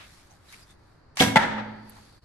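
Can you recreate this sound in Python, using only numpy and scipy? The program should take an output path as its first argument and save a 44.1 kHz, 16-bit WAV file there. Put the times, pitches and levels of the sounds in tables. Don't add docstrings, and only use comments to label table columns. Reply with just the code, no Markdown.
import sys
import numpy as np
from scipy import signal
from scipy.fft import rfft, irfft
from scipy.io import wavfile
from scipy.ndimage import uniform_filter1d

SR = 44100
rng = np.random.default_rng(int(sys.argv[2]) if len(sys.argv) > 2 else 0)


def dump(signal):
    limited = np.clip(np.atleast_2d(signal).T, -1, 1)
    pcm = np.round(limited * 32767).astype(np.int16)
    wavfile.write(sys.argv[1], SR, pcm)


N = 99180
T = np.arange(N) / SR
HZ = np.fft.rfftfreq(N, 1 / SR)


def amp(db):
    return 10 ** (np.asarray(db) / 20)


def unit(x):
    return x / np.sqrt(np.mean(x ** 2) + 1e-20)


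def curve(points, hz):
    freq_hz, value = np.transpose(points)
    return np.interp(np.log(hz + 1), np.log(freq_hz + 1), value)


def pan(left_db):
    return amp(np.array([[left_db], [-left_db]]) / 2)


def swell(centre_s, width_s):
    return np.exp(-((T - centre_s) / width_s) ** 2)


def hit(start_s, rise_s, t60_s):
    age = np.maximum(T - start_s, 0)
    return np.minimum(age / rise_s, 1) * amp(-60 * age / t60_s)


def ring(modes, start_s, rise_s, lag_s):
    age = T - start_s - np.array([[0], [lag_s]])
    return sum(amp(db) * hit(start_s, rise_s, t60_s) * np.sin(2 * np.pi * hz * age)
               for hz, db, t60_s in modes)


def thump(centre_s, hz, width_s):
    window = swell(centre_s, width_s)
    swing = np.cos(2 * np.pi * hz * (T - centre_s))
    return window * (np.average(swing, weights=window) - swing)


def band(hz, width_hz):
    white = rfft(rng.standard_normal((2, N)))
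    return unit(irfft(white / (1 + ((HZ - hz) / width_hz) ** 2), N))


# freq_hz, correlation
STEREO_CORRELATION = [(60, .97), (200, 0.77), (500, 0.15), (1500, 0.51), (3500, -0.11), (12000, 0.24)]


def noise(spectrum, grain_db=0):
    white = rng.standard_normal((2, N))
    jitter = np.repeat(rng.standard_normal(N // 32 + 1), 32)[:N]
    left, spare = rfft(white * amp(grain_db * jitter))
    correlation = np.clip(curve(STEREO_CORRELATION, HZ), -1, 1)
    right = correlation * left + np.sqrt(1 - correlation ** 2) * spare
    return unit(irfft(np.array([left, right]) * amp(curve(spectrum, HZ)), N))


# start_s, level_db, thump_db
SNAPS = [(1.2056, 0.5, -14.5), (1.2186, -4.5, -37.5), (1.2365, -13.5, -17), (1.2722, -22, -18)]
# freq_hz, density_db
SNAP_SPECTRUM = [(60, -26.5), (250, -0.5), (400, -7.5), (900, -7.5), (1150, -11), (1600, -9), (2300, -7.5),
                 (4000, -11), (7000, -18), (12300, -22.5), (13500, -36)]
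# pitch_hz, level_db, t60_s
BOW_MODES = [(83.6, -31, 0.55), (156.9, -26, 0.61), (264.1, -28, 0.68), (327, -37.5, .3), (490, -17, 0.2),
             (623, -23, .16), (751.4, -16, 0.2), (983, -24.5, 0.23), (1210, -33.5, 0.19),
             (1630, -25.5, 0.32), (2180, -15, 0.13), (3200, -23.5, .16), (3395, -29, 0.16),
             (5870, -31, 0.4)]


def string_snap():
    snap_s, string_hz = SNAPS[0][0], STRING_MODES[0][0]
    crack = sum(amp(db) * hit(start_s, .001, .096) for start_s, db, _ in SNAPS)
    buzz = hit(snap_s, .02, .33) * (1 + .11 * np.cos(2 * np.pi * string_hz * (T - snap_s)))
    clatter = noise(SNAP_SPECTRUM, grain_db=1.5) * (amp(-16.5) * crack + amp(-24.5) * buzz)
    thumps = sum(amp(db) * thump(start_s + .0034, hz=225, width_s=.0045) for start_s, _, db in SNAPS)
    limbs = ring(BOW_MODES, snap_s, rise_s=.0022, lag_s=.00012)
    return clatter * pan(left_db=.5) + (thumps + limbs) * pan(left_db=-2.5)


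# pitch_hz, level_db, t60_s, rise_s
STRING_MODES = [(110.5, -27, .5, .07), (111.5, -40, 1.35, .42), (214.5, -28.7, .92, .37),
                (220.5, -30, 1.05, .05)]


def string_hum():
    age = np.maximum(T - SNAPS[0][0], 0)
    tones = np.zeros(N)
    for hz, db, t60_s, rise_s in STRING_MODES:
        rise = np.minimum(age / rise_s, 1) ** 2
        decay = amp(db - 60 * np.maximum(age - rise_s, 0) / t60_s)
        tones += rise * decay * np.sin(2 * np.pi * hz * age)
    return amp(-2.5) * tones * pan(left_db=-2.5)


def release(start_s=1.170, end_s=1.2055, growth_db_per_s=540, zip_hz=3400, glide_hz_per_s=220000):
    remaining_s = np.maximum(end_s - T, 0)
    gate = np.clip((T - start_s) / .0029, 0, 1) * amp(-60 * np.maximum(T - end_s, 0) / .02)
    scrape = noise([(150, -23), (500, -12.5), (850, 0), (1300, -6.5), (2200, -1), (3500, -4.5),
                    (6000, -4), (9000, -13), (12000, -15), (13500, -36)], grain_db=5)
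    creep = amp(-51) * swell(start_s, .01)
    slip = amp(-26) * hit(start_s, .001, .028)
    rush = gate * amp(-22 - growth_db_per_s * remaining_s)
    pitch_hz = np.clip(zip_hz - glide_hz_per_s * (remaining_s - .004), .52 * zip_hz, zip_hz)
    cycles = np.cumsum(pitch_hz * (1 + .35 * rng.standard_normal((2, N))), axis=1) / SR
    zip_tone = amp(-10) * np.exp(-remaining_s / .006) * np.sin(2 * np.pi * cycles)
    return scrape * (creep + slip + rush) + gate * zip_tone


IMPACT_S, REBOUND_DELAY_S = 1.3578, .01253
# start_s, level_db
STRIKES = [(1.359, 3), (1.3655, -1), (1.3700, -3.5)]
# freq_hz, density_db
SMACK_SPECTRUM = [(100, -20), (420, -28.5), (560, 1.5), (900, 0.5), (1100, -14.5), (1400, -4.5), (2100, -1),
                  (2800, -10.5), (3500, -11.5), (5000, -20), (8000, -27.5), (12000, -33.5), (13500, -48)]
# pitch_hz, level_db, t60_s
TARGET_MODES = [(543, -20, 0.065), (621, -19, 0.069), (833, -21.5, 0.052), (868.5, -9.5, 0.074),
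                (1349, -18, 0.089), (1803, -19.5, .05), (2010, -12.5, 0.065), (2144, -16.5, .045),
                (3420, -14.5, 0.023)]


def target_impact():
    crack = noise([(1000, -13.5), (2200, 6.5), (4500, -17), (7500, -4.5), (10000, -23.5), (15000, -25)])
    crack *= amp(-17) * hit(IMPACT_S, .00036, .017)
    smack = noise(SMACK_SPECTRUM)
    smack *= amp(-13) * sum(amp(db) * hit(start_s, .0015, .05) for start_s, db in STRIKES)
    board = ring(TARGET_MODES, IMPACT_S, rise_s=.00093, lag_s=.00012)
    rebound = amp(-2) * ring(TARGET_MODES, IMPACT_S + REBOUND_DELAY_S, rise_s=.0025, lag_s=.00009)
    thud = amp(-11.5) * thump(1.3685, hz=191, width_s=.0044)
    return (crack + smack) * pan(left_db=2) + board + rebound + thud * pan(left_db=-2)


# freq_hz, density_db
RADIATION_SPECTRUM = [(100, -6.5), (220, -5), (420, -14), (580, -5), (740, -11.5), (830, 5.5), (910, 3.5),
                      (1080, -11.5), (1350, -1), (1500, -4), (1750, 0), (2050, -2.5), (2700, -13),
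                      (3500, -10), (5000, -21), (8000, -31), (12000, -41.5), (13500, -56)]


def board_radiation():
    pulse = irfft(amp(curve(RADIATION_SPECTRUM, HZ)), N)
    burst = np.roll(pulse / np.linalg.norm(pulse), round((IMPACT_S + REBOUND_DELAY_S / 2) * SR))
    return np.array([burst, burst])


# delay_s, level_db
WALLS = [(0.068, -15.5), (0.162, -25), (.23, -11.5)]
# freq_hz, t60_s
YARD_DECAY = [(100, 1.1), (250, 1.405), (900, 0.95), (2000, .85), (4000, 0.82), (7000, 0.57), (13000, 0.31)]


def courtyard(source, build_s=.03, smear_s=.018):
    slaps = 1 + 3 * sum(amp(db) * swell(delay_s, smear_s) for delay_s, db in WALLS)
    diffuse = noise([(60, -10), (200, -1.5), (400, 1), (900, .5), (2000, -1), (4000, -5), (12000, 5)])
    reflections = diffuse * slaps * np.minimum(T / build_s, 1)
    hz, age, frames = signal.stft(reflections, SR, nperseg=256)
    decay = amp(-60 * age / curve(YARD_DECAY, hz)[:, None])
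    tail = signal.istft(frames * decay, SR, nperseg=256)[1]
    return signal.fftconvolve(source, tail / np.linalg.norm(tail[0]), axes=1)[:, :N]


# time_s, level_db
RUB_ENVELOPE = [(0, -60), (.08, -56.5), (.2, -59), (.29, -64.5), (.32, -60.5), (.4, -70.5), (.47, -59.5),
                (.535, -49.5), (.57, -54.5), (.63, -58), (.66, -66.5), (.715, -58.5), (.76, -75),
                (.93, -72), (1.1, -91), (1.82, -72), (1.9, -60), (1.99, -57.5), (2.25, -70)]
# freq_hz, density_db
RUB_SPECTRUM = [(300, -15.5), (1500, 0), (2100, 0.5), (2900, -4), (3800, 0), (5200, -3), (7000, -6.5),
                (11000, -8), (12500, -12.5), (13500, -34.5)]


def rustle(patch_db=1.57):
    frames = signal.stft(noise(RUB_SPECTRUM, grain_db=2.5), nperseg=256)[2]
    patches = uniform_filter1d(rng.standard_normal(frames.shape[1:]), size=3, axis=0)
    patches = unit(uniform_filter1d(patches, size=12, axis=1))
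    rub = signal.istft(frames * amp(patch_db * patches), nperseg=256)[1][:, :N]
    return rub * amp(np.interp(T, *np.transpose(RUB_ENVELOPE)))


# centre_s, width_s, level_db, pitch_hz, width_hz
CREAKS = [(.01, 0.052, -47.5, 2150, 1620), (0.323, 0.023, -57.5, 800, 71), (0.314, 0.012, -60.5, 6200, 600),
          (0.499, 0.016, -58.5, 3800, 170), (0.542, 0.0087, -48, 2240, 200), (.63, .018, -57, 4900, 170),
          (0.706, 0.022, -60, 3570, 80), (1.978, 0.017, -53.5, 940, 130), (1.98, 0.026, -60, 1720, 400)]
# start_s, level_db, pitch_hz
TICKS = [(.271, -62, 7000), (0.532, -44, 2380), (0.544, -40, 2380), (0.679, -59, 9000),
         (0.707, -52.5, 9200), (1.1575, -51, 9000), (1.183, -40, 8000), (1.190, -43, 6400),
         (1.8955, -40, 11750), (1.9024, -49.5, 11200)]


def gear():
    creaks = sum(amp(db) * swell(centre_s, width_s) * band(hz, width_hz)
                 for centre_s, width_s, db, hz, width_hz in CREAKS)
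    ticks = sum(amp(db) * hit(start_s, .00043, .02) * band(hz, .11 * hz) for start_s, db, hz in TICKS)
    return creaks + ticks


# freq_hz, density_db
AIR_SPECTRUM = [(25, -7.5), (75, -3), (150, -8.5), (230, -15.5), (300, -13.5), (480, -18), (1000, -19),
                (1700, -23), (2300, -31.5), (3400, -40.5), (4500, -28), (5500, -40.5), (8000, -49),
                (15000, -67)]


def air():
    hiss = band(hz=4530, width_hz=340) * np.interp(T, [1.2, 1.85], [0, 1])
    return amp(-56.5) * noise(AIR_SPECTRUM) + amp(-65.5) * hiss


def scene(dip_db=-15):
    bow = release() + string_snap()
    target = target_impact()
    echo = courtyard(amp(-10.5) * bow + amp(-20.5) * target)
    echo += amp(12) * courtyard(board_radiation())
    mix = bow + target + string_hum() + echo + rustle() + gear() + air()
    return mix * amp(dip_db * swell(centre_s=2.208, width_s=.018))


def record(dry, ceiling=.84, cutoff_hz=15400):
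    clipped = dry / (1 + (dry / ceiling) ** 6) ** (1 / 6)
    lowpass = signal.firwin(511, cutoff_hz, window=("kaiser", 9), fs=SR)
    return signal.oaconvolve(clipped, lowpass[None], "same")


dry = scene()
out = record(dry)
dump(out)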